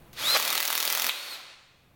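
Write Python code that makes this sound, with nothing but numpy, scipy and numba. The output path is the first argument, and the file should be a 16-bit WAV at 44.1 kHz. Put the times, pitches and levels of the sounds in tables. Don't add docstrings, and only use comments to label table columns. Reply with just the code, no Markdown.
import sys
import numpy as np
from scipy import signal
from scipy.fft import rfft, irfft
from scipy.io import wavfile
from scipy.ndimage import uniform_filter1d
from numba import njit

SR = 44100
rng = np.random.default_rng(int(sys.argv[2]) if len(sys.argv) > 2 else 0)


def transcribe(signal):
    frames = np.atleast_2d(signal).T
    limited = np.clip(frames, -1, 1)
    pcm = np.round(limited * 32767).astype(np.int16)
    wavfile.write(sys.argv[1], SR, pcm)


N = 85995

# time_s, pitch_hz
MESH_PITCH = [(.15, 700), (.2, 2437), (.238, 3290), (.27, 3750), (.3, 4049), (.33, 4165), (.348, 4100),
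              (.37, 3790), (.42, 2400), (1.07, 2650), (1.13, 3820), (1.178, 4200), (1.23, 4390),
              (1.275, 4440), (1.31, 4340), (1.345, 4050), (1.4, 2400), (1.5, 500)]
# time_s, level_db
WHINE_LEVEL = [(.14, -110), (.18, -42), (.21, -55), (.245, -32.5), (.268, -26.5), (.33, -26), (.365, -25),
               (.4, -57), (1.1, -48), (1.18, -24.5), (1.27, -32.5), (1.34, -25), (1.37, -43), (1.44, -110)]
# mesh_multiple, level_db
WHINE_PARTIALS = [(.3333, -15), (1, 0)]
# time_s, level_db
OVERTONE_LEVEL = [(.27, -17), (.33, -22), (1.15, -12), (1.3, -11)]
# time_s, depth
WHINE_WOBBLE = [(.32, 0.051), (.34, 1), (.355, 0.85), (.38, .2)]
# time_s, level_db
RATTLE_LEVEL = [(.12, -70.5), (.158, -51), (.195, -34), (.25, -32), (.3, -27.5), (.345, -29), (.372, -13),
                (.41, -15), (.7, -21), (1.06, -19.5), (1.12, -19.5), (1.2, -23), (1.345, -25),
                (1.42, -34.5), (1.53, -40), (1.68, -77.5)]
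# time_s, balance_db
SCRAPE_BALANCE = [(.15, -7.5), (.3, 2), (.36, -0.5), (.42, -3), (1.08, -1.5), (1.13, -4), (1.35, -4.5),
                  (1.45, -30)]
# frequency_hz, gain_db
RATTLE_EQ = [(100, -42.5), (250, -7.5), (600, -1.5), (1200, -2), (2400, 1.5), (3000, 1), (4400, 3.5),
             (4900, -2), (7000, -10.5), (10500, -16), (16000, -84)]
SCRAPE_EQ = [(150, -27), (600, -4), (1300, 5), (3000, -7), (5200, 3), (7000, 2), (8300, -2.5), (9800, 3.5),
             (11000, -2), (12000, 3.5), (14500, -2.5), (16500, -1)]
# time_s, knocks_per_s
KNOCK_TEMPO = [(.373, 37.8), (.44, 38), (.49, 39.9), (.7, 40), (.87, 40.3), (.96, 41.9), (1.04, 43.8),
               (1.09, 44)]
# time_s, level_db
KNOCK_STRENGTH = [(.373, -1), (.42, -3), (.6, -3), (.85, -4), (.97, -3), (1.06, -3.5), (1.09, -8)]
# delay_turns, level_db
OFFBEAT_TICKS = [(.51, -17), (.87, -14)]
# frequency_hz, gain_db
KNOCK_EQ = [(90, -43.5), (250, -12), (500, -9.5), (900, 2.5), (1700, -1), (2400, 2), (4300, 1), (6500, 1),
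            (8400, -5), (10000, -1.5), (11000, -2.5), (12200, 0.5), (16500, 0.5)]
# start_s, level_db
SNAP_HITS = [(1.0937, 2.5), (1.0951, 2.5)]
# frequency_hz, gain_db
BITE_EQ = [(100, -20.5), (280, -18), (550, 8.5), (1400, 9.5), (2600, 8.5), (4000, -11), (5200, 5),
           (8000, -14), (16000, -30)]
SNAP_EQ = [(120, -33), (300, -30), (1000, -5), (1800, -5.5), (2350, 5.5), (3000, 0.5), (3900, 6.5),
           (4500, -10), (5300, -24), (9000, -14), (12500, -9.5), (16000, -38)]
SHIVER_EQ = [(300, -30), (1500, -15), (2300, 1.5), (3400, 5), (4500, -14), (8000, -11), (16000, -20)]
# pitch_hz, t60_s, level_db
CASING_MODES = [(575, 0.07, -1.5), (1208, 0.027, -4.5), (1310, 0.042, -8), (1416, 0.36, -2),
                (1890, 0.055, -13.5), (2028, 0.24, 9.5), (2480, 0.017, -9.5), (3353, 0.017, -7.5),
                (3706, 0.091, 7), (4470, 0.028, -6), (4410, 0.02, -15)]
# shaft_multiple, level_db
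HUM_PARTIALS = [(1.001, -31.5), (1.3326, -36), (1.5, -34)]
# start_s, level_db
TRIGGER_CLICKS = [(.13, -47.5), (.143, -63)]
# frequency_hz, t60_s, level_db
REVERB_BANDS = [(150, .8, -10.5), (600, 1, -6.5), (2400, 0.98, -6), (4200, 0.82, -8.5), (7060, 1, -9.5),
                (11100, .42, -8.5), (16000, 0.37, -4)]
# frequency_hz, gain_db
AIR_EQ = [(20, -2), (60, -1.5), (150, -0.5), (250, -9), (800, -12.5), (1500, -20), (2500, -21.5),
          (5000, -37), (16500, -27.5)]

TEETH, PLANETS = 15, 3
PULL_START_S, PULL_END_S = .3727, 1.095
SLAP_S, SLAP_DB = .0059, -7


def gear_whine(mesh_cycles, flutter_db=1):
    overtone_db = curve(OVERTONE_LEVEL)
    whine = 0
    for multiple, db in [*WHINE_PARTIALS, (2, overtone_db), (3, overtone_db - 1)]:
        whine += undb(db + flutter_db * drift(130)) * np.sin(2 * np.pi * multiple * mesh_cycles)
    planet_phase = 2 * np.pi * PLANETS * mesh_cycles / TEETH + 2 * drift(280)
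    whine += curve(WHINE_WOBBLE) * np.cos(planet_phase) * np.sin(2 * np.pi * mesh_cycles)
    return np.sqrt(2) * whine * undb(curve(WHINE_LEVEL))


def tooth_ticks(turns, ticks_per_s=9000, spread_db=4, swell_depth=.11):
    ticks = (rng.random(N) < ticks_per_s / SR) * rng.choice([-1, 1], N)
    sizes = undb(spread_db * rng.standard_normal(N))
    swell = 1 + swell_depth * np.cos(2 * np.pi * turns)
    return unit_rms(ticks * sizes * swell)


def gear_rattle(turns):
    rattle = equalise(tooth_ticks(turns), RATTLE_EQ)
    scrape = equalise(tooth_ticks(turns), SCRAPE_EQ)
    balance = undb(curve(SCRAPE_BALANCE))
    return undb(curve(RATTLE_LEVEL)) * (rattle + balance * scrape) / np.hypot(1, balance)


def drive_knocks(scatter_db=.6):
    t = np.arange(N) / SR
    pulling = (t >= PULL_START_S) & (t < PULL_END_S)
    turns = np.cumsum(curve(KNOCK_TEMPO) * pulling) / SR
    strength_db = curve(KNOCK_STRENGTH)
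    hits = []
    for delay_turns, db in [(0, 0), *OFFBEAT_TICKS]:
        onsets = np.flatnonzero(np.diff(np.ceil(turns - delay_turns)))
        scatter = scatter_db * rng.standard_normal(64)[:len(onsets)]
        hits += zip(onsets / SR, strength_db[onsets] + db + scatter)
    return equalise(impacts(hits, hold_s=.0012, decay_s=.0008), KNOCK_EQ)


def jaw_bite(peak_s=.369, rise_s=.0086, fall_s=.00067, level_db=-6):
    t = np.arange(N) / SR - peak_s
    swell = np.exp(np.minimum(t / rise_s, -t / fall_s))
    return undb(level_db) * swell * equalise(rng.standard_normal(N), BITE_EQ)


def mandrel_snap(shiver_db=-14):
    snap = equalise(impacts(SNAP_HITS, hold_s=.00039, decay_s=.00029), SNAP_EQ)
    shiver = impacts([(SNAP_HITS[0][0], shiver_db)], hold_s=0, decay_s=.043)
    return snap + equalise(shiver, SHIVER_EQ)


def casing(shake, ring_db=-1.5):
    t = np.arange(N // 8) / SR
    ring = 0
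    for hz, t60, db in CASING_MODES:
        damping = np.log(1000) / t60
        gain = undb(db) * 2 * damping / SR
        ring += gain * np.exp(-damping * t) * np.cos(2 * np.pi * hz * t)
    return shake + undb(ring_db) * convolve(shake, ring)


def motor_hum():
    turns = np.cumsum(curve(MESH_PITCH)) / SR / TEETH
    hum = sum(undb(db) * np.sin(2 * np.pi * multiple * turns) for multiple, db in HUM_PARTIALS)
    return undb(curve(RATTLE_LEVEL)) * hum


def trigger():
    return equalise(impacts(TRIGGER_CLICKS, hold_s=.0034, decay_s=.0068), KNOCK_EQ)


def room(sound):
    t = np.arange(N) / SR
    hz, t60s, levels_db = np.array(REVERB_BANDS).T
    spectrum = rfft(rng.standard_normal(N))
    log_hz = np.log(np.maximum(np.fft.rfftfreq(N, 1 / SR), 1))
    tail = 0
    for solo, t60, gain in zip(np.eye(len(hz)), t60s, undb(levels_db)):
        band = irfft(spectrum * np.interp(log_hz, np.log(hz), solo), N)
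        fade = np.exp(-np.log(1000) * t / t60) * (t > SLAP_S)
        tail += gain * band * fade / np.linalg.norm(fade)
    return sound + convolve(sound, tail)


def air(level_db=-53.5):
    return undb(level_db) * equalise(rng.standard_normal(N), AIR_EQ)


def impacts(hits, hold_s, decay_s):
    start_s, level_db = np.array(hits).T
    strikes = np.bincount((start_s * SR).astype(int), undb(level_db), N)
    fade = np.exp(-np.maximum(np.arange(N) / SR - hold_s, 0) / decay_s)
    direct, slap = convolve(strikes, fade) * rng.choice([-1, 1], (2, N))
    return direct + undb(SLAP_DB) * np.roll(slap, int(SLAP_S * SR))


def equalise(sound, points, size=4096):
    hz, db = np.array(points).T
    grid_hz = np.maximum(np.arange(size // 2 + 1) * SR / size, 1)
    gains = undb(np.interp(np.log(grid_hz), np.log(hz), db))
    cepstrum = irfft(np.log(gains))
    cepstrum[1:size // 2] *= 2
    cepstrum[size // 2 + 1:] = 0
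    response = irfft(np.exp(rfft(cepstrum)))
    return convolve(sound, response / np.linalg.norm(response))


def convolve(sound, response):
    return signal.fftconvolve(sound, response)[:N]


def curve(rows):
    return np.interp(np.arange(N) / SR, *np.array(rows).T)


def drift(rate_hz):
    size = max(int(SR / rate_hz), 1)
    return unit_rms(uniform_filter1d(uniform_filter1d(rng.standard_normal(N), size), size))


def unit_rms(x):
    return x / np.sqrt(np.mean(x ** 2))


def undb(db):
    return 10 ** (np.asarray(db) / 20)


@njit
def hold_peaks(level, fall):
    envelope, held = np.empty(len(level)), 0.
    for i in range(len(level)):
        held = max(level[i], held * fall)
        envelope[i] = held
    return envelope


def scene():
    mesh_hz = curve(MESH_PITCH) * (1 + .0052 * drift(450))
    mesh_cycles = np.cumsum(mesh_hz) / SR
    whine = gear_whine(mesh_cycles)
    shake = gear_rattle(mesh_cycles / TEETH) + trigger() + drive_knocks() + jaw_bite() + mandrel_snap()
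    gun = casing(shake) + whine + motor_hum()
    return (room(gun) + air())[None]


def record(dry):
    threshold_db, detect_s, release_s, top_hz = -20, .0032, .57, 16600
    level = np.sqrt(np.abs(uniform_filter1d(dry[0] ** 2, int(detect_s * SR))))
    held = hold_peaks(level, np.exp(-1 / (release_s * SR)))
    ducked = dry / np.maximum(held / undb(threshold_db), 1)
    top_cut = signal.ellip(10, .2, 70, top_hz, fs=SR, output="sos")
    return signal.sosfilt(top_cut, ducked)


dry = scene()
out = record(dry)
transcribe(out)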